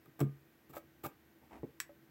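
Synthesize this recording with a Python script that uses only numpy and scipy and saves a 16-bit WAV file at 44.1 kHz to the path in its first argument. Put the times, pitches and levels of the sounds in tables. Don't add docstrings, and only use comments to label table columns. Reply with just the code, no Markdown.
import sys
import numpy as np
from scipy import signal
from scipy.fft import rfft, irfft
from scipy.io import wavfile

SR = 44100
rng = np.random.default_rng(int(sys.argv[2]) if len(sys.argv) > 2 else 0)


def int16_out(signal):
    q = np.round(np.clip(np.atleast_2d(signal).T, -1, 1) * 32767)
    wavfile.write(sys.argv[1], SR, q.astype(np.int16))


N = 92610


def undb(db):
    return 10 ** (np.asarray(db) / 20)


def clock():
    return np.arange(N) / SR


def level(x, db):
    return x * undb(db) / np.sqrt(np.mean(x ** 2))


def unit(response):
    return response / np.sqrt(np.sum(response ** 2))


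def through(x, response):
    return signal.fftconvolve(x, response)[:N]


def butter(x, hz, kind="high", order=3):
    return signal.sosfilt(signal.butter(order, hz, kind, fs=SR, output="sos"), x)


def colour(points):
    hz, db = np.array(points).T
    bins_hz = np.maximum(np.fft.rfftfreq(N, 1 / SR), 1)
    magnitude = undb(np.interp(np.log(bins_hz), np.log(hz), db))
    cepstrum = irfft(np.log(magnitude), N)
    cepstrum[N // 2:] = 0
    return unit(irfft(np.exp(2 * rfft(cepstrum)), N))


def fade(t60_s):
    return np.exp(-np.log(1000) * clock() / t60_s)


def ring(modes):
    return sum(undb(db) * fade(t60_s) * np.cos(2 * np.pi * hz * clock()) for hz, db, t60_s in modes)


def resonances(bands):
    t, response = clock(), 0
    for k, (hz, width_hz, db) in enumerate(bands):
        envelope = undb(db) * width_hz * np.exp(-np.pi * width_hz * t)
        response += (-1) ** k * envelope * np.sin(2 * np.pi * hz * t)
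    return unit(response)


def burst(t60_s):
    return unit(rng.standard_normal(N) * fade(t60_s))


def impulses(rows):
    train = np.zeros(N)
    for time_s, db in rows:
        train[int(time_s * SR)] += undb(db)
    return train


def slips(per_s, spread_db):
    fires = rng.random(N) < per_s / SR
    signs = rng.choice([-1, 1], N)
    sizes = undb(spread_db * rng.uniform(-1, 1, N))
    return level(fires * signs * sizes, 0)


def push(time_s, db, contact_ms):
    progress = np.clip((clock() - time_s) * 1000 / contact_ms, 0, 1)
    force = np.sin(np.pi * progress)
    return undb(db) * force / force.sum()


def background():
    # (frequency [Hz], gain [dB])
    air_spectrum = [(25, -31), (45, -12), (72, 5), (105, -6), (140, 4.5), (180, -5.5), (225, 1), (420, -5),
                    (520, -8.5), (1100, -13.5), (2100, -14), (4200, -23), (10000, -29), (11600, -24),
                    (12300, -19.5), (15800, -21)]
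    hum_hz = 328.4

    def noise(response, db):
        return level(signal.fftconvolve(rng.standard_normal(2 * N - 1), response, "valid"), db)

    air = noise(colour(air_spectrum), db=-67)
    tone = level(np.sin(2 * np.pi * hum_hz * clock()), db=-72.5)
    waver = noise(resonances([(hum_hz, 21, 0)]), db=-74.5)
    whir = noise(resonances([(1536, 45, 0), (1883, 37, 0)]), db=-81)
    return air + tone + waver + whir


def scrapes():
    # (start [s], length [s], rasp [dB], sizzle [dB])
    drags = [(0.054, 0.0079, -64, -66), (0.191, 0.0039, -48, -49.5), (0.201, 0.013, -37, -46),
             (0.692, 0.019, -66.5, -62), (0.728, 0.017, -53.5, -61), (0.749, 0.033, -54, -52.5),
             (1.034, 0.027, -43, -47), (1.06, 0.0073, -47, -46)]
    # (frequency [Hz], width [Hz], gain [dB])
    rasp_bands = [(459, 210, -1.5), (552, 67, 2.5), (775, 173, 1), (1017, 58, -2), (1214, 89, 2.5),
                  (1670, 130, -9), (2230, 200, -10.5), (3900, 520, -24.5)]
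    # (frequency [Hz], gain [dB])
    sizzle_spectrum = [(900, -30), (2600, -7), (4500, -11), (6300, -12), (7900, -4.5), (9100, -15.5),
                       (11400, -6.5), (12700, 0), (15800, 0)]
    attack_s, release_s = 0.0036, 0.0028
    coarse, fine = slips(per_s=1200, spread_db=5), slips(per_s=2200, spread_db=6)
    t, rasp, sizzle = clock(), 0, 0
    for start_s, length_s, rasp_db, sizzle_db in drags:
        attack = np.clip((t - start_s) / attack_s, 0, 1)
        release = np.exp(-np.maximum(t - start_s - length_s, 0) / release_s)
        pressure = attack * release
        length_gain = np.sqrt(length_s * SR)
        rasp += undb(rasp_db) * length_gain * unit(pressure * coarse)
        sizzle += undb(sizzle_db) * length_gain * unit(pressure * fine)
    return through(rasp, resonances(rasp_bands)) + through(sizzle, colour(sizzle_spectrum))


def knocks():
    # (time [s], level [dB], contact [ms], hand damping t60 [s])
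    jolts = [(0.054, -34, 1.4, 0.15), (.078, -26, 2.3, 0.23), (.193, -25, 0.51, 0.1),
             (0.2053, -4, 2.4, 2.3), (0.2124, -2.5, 1.71, 1.1), (0.2259, 0.5, 3.37, 3.4),
             (0.2547, -10, 3.24, 4.3), (0.6975, -24, 2.26, 0.11), (0.72, -30.5, 1.3, 0.24),
             (1.039, -19.5, 0.58, 0.059), (1.059, -17, 2.4, 0.28), (1.632, -11.5, 0.97, 0.28),
             (1.643, -21.5, 1.16, 0.24)]
    # (frequency [Hz], gain [dB], t60 [s])
    desk_modes = [(139, -32, .31), (163, -40, .13), (217, -39, .17), (250, -41, .11), (319, -32, .12),
                  (345, -37, .12), (419, -33, .14), (470, -42, .08), (800, -43, .09), (956, -47, .14)]
    # (frequency [Hz], gain [dB])
    thud_spectrum = [(50, -29.5), (110, -8.5), (200, 2.5), (350, -1.5), (600, -7.5), (1200, -23.5),
                     (2000, -8), (4000, -23), (12000, -52)]
    thud = undb(3) * through(burst(t60_s=0.11), colour(thud_spectrum))
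    desk = butter(ring(desk_modes) + thud, hz=92.6)
    return sum(through(push(time_s, db, contact_ms), desk * fade(hand_t60_s))
               for time_s, db, contact_ms, hand_t60_s in jolts)


def clicks():
    # (time [s], level [dB])
    contacts = [(0.2037, -24.5), (0.699, -63.5), (1.8016, -15), (1.8025, -14.5), (1.8073, -25)]
    # (frequency [Hz], gain [dB])
    crack_spectrum = [(300, -1.5), (750, -14.5), (1100, -5), (1750, 7.5), (3100, -11.5), (5700, -5),
                      (6900, -6), (8000, -1), (9300, -18.5), (12000, -3), (16000, -18.5)]
    # (frequency [Hz], gain [dB], t60 [s])
    blade_modes = [(1250, -29, .01), (1717, -24, .017), (1930, -29, .013), (2250, -28, .016),
                   (2510, -33, .02), (4030, -39, .035), (5535, -32, .03), (5760, -34, .02),
                   (7850, -29, .035), (12030, -40, .04), (15630, -36, .03)]
    contact_noise = 0
    for contact in contacts:
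        crack = undb(-0.5) * burst(t60_s=0.0062)
        rattle = undb(-11) * burst(t60_s=0.033)
        contact_noise += through(impulses([contact]), crack + rattle)
    shimmer = undb(-8.5) * through(burst(t60_s=0.058), resonances([(8140, 200, 0)]))
    blades = through(impulses(contacts), ring(blade_modes) + shimmer)
    return butter(through(contact_noise, colour(crack_spectrum)) + blades, hz=452)


def ping():
    ring_hz, t60_s = 1212, 0.35
    return through(push(time_s=0.232, db=-57, contact_ms=0.3), ring([(ring_hz, 0, t60_s)]))


def taps():
    # (time [s], level [dB], contact [ms])
    touches = [(.7678, -38.5, 0.27), (.774, -45, 0.1), (1.894, -49, 0.72)]
    # (frequency [Hz], gain [dB], t60 [s])
    holder_modes = [(328, -15, .1), (576, 0, .13), (660, -11, .06), (795, -10, .05), (1275, -11, .07),
                    (1560, -20, .1)]
    return through(sum(push(*touch) for touch in touches), ring(holder_modes))


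def sleeve():
    # (centre [s], Gaussian sigma [s], level [dB])
    brushes = [(1.441, 0.015, -65.5), (1.528, 0.016, -61.5), (1.554, 0.028, -54.5)]
    # (frequency [Hz], gain [dB])
    cloth_spectrum = [(50, -4), (70, 6), (120, -9), (300, 10.5), (520, -1), (850, 4.5), (1300, -8.5),
                      (2200, -10), (4000, -27.5), (8000, -29.5), (16000, -40)]

    def swell(centre_s, sigma_s):
        return np.exp(-0.5 * ((clock() - centre_s) / sigma_s) ** 2)

    pressure = sum(undb(db) * swell(centre_s, sigma_s) for centre_s, sigma_s, db in brushes)
    rumble = level(through(rng.standard_normal(N), resonances([(71, 8.3, 0)])), db=-60.5)
    cloth = through(slips(per_s=4000, spread_db=11), colour(cloth_spectrum))
    return pressure * cloth + swell(centre_s=1.62, sigma_s=0.025) * rumble


def room(x):
    delay_s = 0.007
    mids = butter(burst(t60_s=0.22), hz=[250, 3000], kind="band", order=2)
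    treble = butter(burst(t60_s=0.11), hz=3000, order=2)
    tail = undb(-11.5) * mids + undb(-10) * treble
    return x + through(x, np.pad(tail, (int(delay_s * SR), 0)))


def scene():
    handling = scrapes() + knocks() + clicks() + ping() + taps() + sleeve()
    return (room(handling) + background())[None]


def record(dry):
    low_hz, top_hz = 50, 16000
    top_cut = signal.ellip(10, 0.2, 70, top_hz, fs=SR, output="sos")
    return signal.sosfilt(top_cut, butter(dry, low_hz))


dry = scene()
out = record(dry)
int16_out(out)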